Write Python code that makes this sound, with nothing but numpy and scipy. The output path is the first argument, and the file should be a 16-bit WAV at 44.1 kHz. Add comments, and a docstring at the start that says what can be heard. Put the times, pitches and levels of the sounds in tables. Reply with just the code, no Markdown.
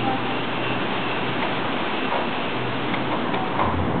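"""A factory hall, at the operator's place by a hydraulic paper guillotine, through a narrow-band microphone.
The motor hums, the pump groans, whines and slows under load, fan air and oil hiss, and the drive rattles.
Latches tick and the clamp knocks and rubs as it comes down, each contact exciting resonances of the metal.
Near the end the blade drops with a low shudder and a rumble."""
import sys
import numpy as np
from scipy import signal
from scipy.fft import rfft, irfft
from scipy.io import wavfile
from scipy.ndimage import uniform_filter1d

SR = 44100
rng = np.random.default_rng(int(sys.argv[2]) if len(sys.argv) > 2 else 0)


def wav_out(sig):
    """Save sig, one row per channel (or a flat mono array), as 16-bit PCM at SR to the path in sys.argv[1]."""
    wavfile.write(sys.argv[1], SR, np.round(np.clip(np.atleast_2d(sig).T, -1, 1) * 32767).astype(np.int16))


N = 176400

# Motor and frame hum. 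Each row: frequency in Hz, level in dB.
HUM_TONES = [(61.9, -59), (100, -54.5), (188.5, -45), (246.8, -41.5), (331, -44.5), (388, -43),
             (493, -45.5), (862, -48.5), (924.5, -44.5)]
# Strongest motor tone. Each row: time in seconds, level in dB.
DRONE_LEVEL = [(0, -34.5), (.52, -41), (.7, -30), (.88, -41.5), (1.35, -40.5), (1.65, -38), (1.85, -52),
               (2.45, -51), (2.62, -33), (3.05, -39), (3.4, -37), (3.7, -39.5), (4, -35.5)]
# Pump speed. Each row: time in seconds, piston rate in Hz.
PISTON_RATE = [(0, 262.6), (.15, 262), (.7, 260.7), (1.1, 259), (2.0, 258.1), (2.5, 257.3), (3.0, 256),
               (3.4, 251.3), (4, 250)]
# Pump partials. Each row: multiple of the piston rate, relative level in dB.
GROAN_PARTIALS = [(1, -9), (2, -16), (3, 0), (4, -14), (5, -18)]
WHINE_PARTIALS = [(6, -3.5), (10, -4), (10.51, 0), (11.6, -11)]
# Their strength. Each row: time in seconds, gain in dB.
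GROAN_LEVEL = [(0, -40), (.04, -33), (.075, -23), (.14, -22.5), (.18, -33), (.28, -32), (.45, -45),
               (.9, -54), (3.05, -54), (3.3, -37), (3.41, -28), (3.55, -38), (3.65, -50), (4, -55)]
WHINE_LEVEL = [(0, -39), (.16, -49), (.34, -40), (.52, -47.5), (.65, -34.5), (.76, -35.5), (.9, -50.5),
               (1.08, -37), (1.35, -45.5), (1.92, -43.5), (2.02, -35.5), (2.17, -47.5), (2.52, -40.5),
               (2.62, -49), (4, -64.5)]
# Noise of fan, valves and blade carrier. Each row: frequency in Hz, relative density in dB.
AIR_SPECTRUM = [(25, -28.5), (55, -24), (85, -12.5), (125, -7), (180, -3.5), (285, 2.5), (400, -1.5),
                (520, -5), (750, -3.5), (1020, -4.5), (1250, -9.5), (1700, -11), (2600, -20.5),
                (4400, -39.5)]
OIL_SPECTRUM = [(500, -30.5), (1200, 1.5), (1700, -4.5), (2400, 0), (3000, 0), (3450, -2), (4400, -8.5)]
CARRIER_SPECTRUM = [(40, -32.5), (80, -11), (130, -5), (185, 1.5), (270, -5), (420, -9), (600, -13.5),
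                    (1500, -46.5)]
# Their strength. Each row: time in seconds, gain in dB.
AIR_GAIN = [(0, -26.5), (.9, -25), (1.5, -25), (2.0, -25), (2.55, -26.5), (3.1, -25.5), (3.5, -26.5),
            (4, -27)]
OIL_GAIN = [(0.03, -32), (0.81, -31), (1.62, -30.5), (2.81, -32.5), (3.12, -34), (3.53, -36), (3.73, -37.5),
            (3.97, -42)]
CARRIER_GAIN = [(0, -53.5), (2.7, -47.5), (2.95, -29), (3.05, -35.5), (3.3, -32), (3.77, -29),
                (3.84, -23.5), (3.95, -22.5), (4, -24.5)]
# Resonances of the parts. Each row: frequency in Hz, bandwidth in Hz, relative level in dB.
FRAME_MODES = [(318, 41, -4.5), (550, 70, -2.5), (670, 100, -2.5), (790, 140, -3), (960, 76, -0.5),
               (1050, 180, -3), (2210, 300, -9)]
LOADED_FRAME_MODES = [(255, 25, 0), (307, 25, -1)]
LATCH_MODES = [(850, 330, 4), (2100, 150, 4), (2290, 160, 0), (3100, 220, -7), (3520, 220, -3)]
GUIDE_MODES = [(716, 42, -6), (940, 70, -0.5), (1040, 70, -2)]
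# Excitation of the loaded frame and of the clamp guides. Each row: time in seconds, level in dB.
STRAIN_LEVEL = [(0, -29), (.15, -39), (.3, -48), (2.6, -47), (2.85, -32.5), (3.25, -32), (3.4, -36.5),
                (3.7, -45), (4, -47)]
FRICTION_LEVEL = [(0, -60.5), (3.15, -56.5), (3.3, -30.5), (3.48, -34), (3.56, -31), (3.7, -28),
                  (3.8, -35.5), (3.9, -39), (4, -43)]
# Latch contacts. Each row: start in seconds, level in dB.
LATCH_TICKS = [(1.421, -24), (2.934, -22), (3.115, -32), (3.336, -21.5), (3.588, -29)]
# Clamp and linkage blows. Each row: start in seconds, level in dB, T60 in seconds, contact peak in Hz.
CLAMP_KNOCKS = [(1.420, -24.5, 0.28, 753), (1.642, -25.5, .2, 693), (2.114, -19.5, 0.46, 784),
                (2.933, -25, 0.23, 890), (3.110, -20, .22, 615), (3.334, -30.5, 0.22, 950),
                (3.586, -18, .42, 950)]
# Blade drive shudders. Each row: start in seconds, level in dB, then attack, hold and T60 in seconds.
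BLADE_SHUDDERS = [(3.615, -28.5, 0.027, 0.045, .4), (3.724, -23, 0.046, 0.039, 0.36)]
# Microphone response. Each row: frequency in Hz, gain in dB.
MIC_RESPONSE = [(20, -2), (3300, -1), (3600, -1.5), (3850, -5), (4100, -10), (4300, -17), (4500, -31.5)]


def undb(db):
    """Decibels to amplitude ratio."""
    return 10 ** (np.asarray(db) / 20)


def unit(x):
    """Normalisation to rms 1."""
    return x / np.sqrt(np.mean(x ** 2))


def curve(rows):
    """Linear interpolation of (seconds, value) rows."""
    return np.interp(np.arange(N) / SR, *np.array(rows, float).T)


def walk(rate):
    """Slow random modulation: values held 1 / rate seconds and smoothed twice, with spread near 1."""
    hold = max(int(SR / rate), 2)
    steps = np.repeat(rng.standard_normal(N // hold + 1), hold)
    return 1.338 * uniform_filter1d(uniform_filter1d(steps, hold), hold)[:N]


def colour(x, points):
    """Zero-phase filtering by a response of (Hz, dB) points."""
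    hz, db = np.array(points, float).T
    f = np.maximum(np.fft.rfftfreq(N, 1 / SR), 1)
    return irfft(rfft(x) * undb(np.interp(np.log(f), np.log(hz), db)), N)


def noise(points):
    """Filtered white noise of rms 1, shaped by (Hz, dB) points."""
    return unit(colour(rng.standard_normal(N), points))


def resonate(x, modes):
    """Modal response: resonances add in power, and minimum phase makes the body causal."""
    f = np.maximum(np.fft.rfftfreq(N, 1 / SR), 1)
    power = sum(undb(db) ** 2 / width / (1 + ((f * f - hz * hz) / (f * width)) ** 2)
                for hz, width, db in modes)
    cepstrum = irfft(np.log(power / power.mean()), N)
    causal = np.concatenate([cepstrum[:1] / 2, cepstrum[1:N // 2]])
    return irfft(rfft(x) * np.exp(rfft(causal, N)), N)


def envelope(start, attack, hold, t60):
    """Linear rise, hold, then exponential damping by 60 dB in t60 seconds."""
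    t = np.arange(N) / SR - start
    return np.clip(t / attack, 0, 1) * np.exp(-np.log(1000) * np.maximum(t - attack - hold, 0) / t60)


def tone(hz):
    """A sinusoid of rms 1 whose phase is the integral of its frequency."""
    return np.sqrt(2) * np.sin(2 * np.pi * (np.cumsum(hz) / SR + rng.random()))


def flicker(x, depth_db):
    """Independent amplitude modulation of each octave from 64 to 4096 Hz."""
    octave = np.log2(np.clip(np.fft.rfftfreq(N, 1 / SR), 64, 4096))
    spectrum = rfft(x)
    bands = (irfft(spectrum * np.maximum(1 - abs(octave - k), 0), N) for k in range(6, 13))
    return sum(band * undb(depth_db * walk(18)) for band in bands)


def motor(drone_hz=123.3, flutter_db=2.5):
    """Forced vibration: motor and frame radiate tones that waver in level and pitch."""
    hum = sum(undb(db + flutter_db * walk(6)) * tone(hz * (1 + .0029 * walk(7.4)))
              for hz, db in HUM_TONES)
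    drone_gain = undb(curve(DRONE_LEVEL) + flutter_db * walk(10))
    return hum + drone_gain * tone(drone_hz * (1 + .0072 * walk(6)))


def pump(ripple_depth=.28, flutter_db=1.6):
    """Periodic forcing: partials follow the piston rate, and pressure ripple roughens the low ones."""
    def partials(orders, jitter):
        rate = curve(PISTON_RATE) * (1 + jitter * walk(70))
        return sum(undb(db + flutter_db * walk(25)) * tone(k * rate) for k, db in orders)
    ripple = 1 + ripple_depth * walk(110.4)
    groan = undb(curve(GROAN_LEVEL)) * ripple * partials(GROAN_PARTIALS, jitter=.013)
    whine = undb(curve(WHINE_LEVEL)) * partials(WHINE_PARTIALS, jitter=.001)
    return groan + whine


def fan():
    """Turbulence: fan air makes broadband noise in the hall."""
    return flicker(noise(AIR_SPECTRUM), depth_db=.5) * undb(curve(AIR_GAIN))


def oil(boost_db=3, flicker_db=.8):
    """Flow noise: oil hisses through the valves and fades as they close."""
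    return noise(OIL_SPECTRUM) * undb(boost_db + curve(OIL_GAIN) + flicker_db * walk(40))


def rattle(taps_per_s=70, scatter_db=4, level_db=-43):
    """Random impacts: loose parts of the drive excite the modes of the frame."""
    hits = rng.random(N) < taps_per_s / SR
    taps = hits * undb(scatter_db * np.clip(rng.standard_normal(N), -2, 2))
    burst = rng.standard_normal(N) * envelope(0, attack=.00017, hold=0, t60=.043)
    blows = signal.fftconvolve(taps, burst)[:N]
    return undb(level_db) * unit(resonate(blows, FRAME_MODES))


def frame_strain():
    """Resonance: two low modes of the frame drone as the clamp pressure builds."""
    return resonate(rng.standard_normal(N) * undb(curve(STRAIN_LEVEL)), LOADED_FRAME_MODES)


def latches():
    """Impulsive excitation: short chattering contacts ring the latches."""
    ticks = sum(undb(db) * envelope(start, attack=.005, hold=.005, t60=.045) for start, db in LATCH_TICKS)
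    return resonate(ticks * rng.standard_normal(N), LATCH_MODES)


def clamp_knocks(skirt_db=-7):
    """Impact: chattering blows ring the frame; contact hardness sets the peak of each force spectrum."""
    force = np.zeros(N)
    for start, db, t60, hz in CLAMP_KNOCKS:
        contact = noise([(hz / 4, skirt_db), (hz, 0), (hz * 4, skirt_db)])
        contact /= np.std(resonate(contact, FRAME_MODES))  # rms 1 after the frame
        force += undb(db) * envelope(start, attack=.0083, hold=.008, t60=t60) * contact
    return resonate(force, FRAME_MODES)


def blade_carrier():
    """Structure-borne noise: the moving carrier rumbles, loudest as the blade drops."""
    return undb(curve(CARRIER_GAIN)) * noise(CARRIER_SPECTRUM)


def clamp_slide(uneven_db=2.5):
    """Sliding friction: the clamp rubs unevenly and excites the modes of its guides."""
    rub = rng.standard_normal(N) * undb(curve(FRICTION_LEVEL) + uneven_db * walk(50))
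    return resonate(rub, GUIDE_MODES)


def blade_shudder(hz=88):
    """Damped vibration: the blade drive shakes twice as it takes up the load."""
    shake = np.max([undb(db) * envelope(start, attack, hold, t60)
                    for start, db, attack, hold, t60 in BLADE_SHUDDERS], axis=0)
    return shake * tone(hz * (1 + .0069 * walk(20)))


def hall(x, tail_db=-15):
    """Reverberation: a diffuse, decaying tail follows the direct sound."""
    tail = rng.standard_normal(N) * envelope(.012, attack=.01, hold=0, t60=.71)
    return x + undb(tail_db) * signal.fftconvolve(x, tail / np.linalg.norm(tail))[:N]


def scene():
    """Superposition of all sources in mono; only the impacts reverberate."""
    running = motor() + pump() + fan() + oil() + frame_strain()
    impacts = rattle() + latches() + clamp_knocks()
    stroke = blade_carrier() + clamp_slide() + blade_shudder()
    return (running + hall(impacts) + stroke)[None]


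def record(dry):
    """Band limiting: the microphone cuts off steeply above 4400 Hz, and its output sits just below zero."""
    lowpass = signal.ellip(10, .2, 85, 4400, fs=SR, output="sos")
    dc_offset = -.0295
    return signal.sosfilt(lowpass, colour(dry, MIC_RESPONSE)) + dc_offset


dry = scene()
out = record(dry)
wav_out(out)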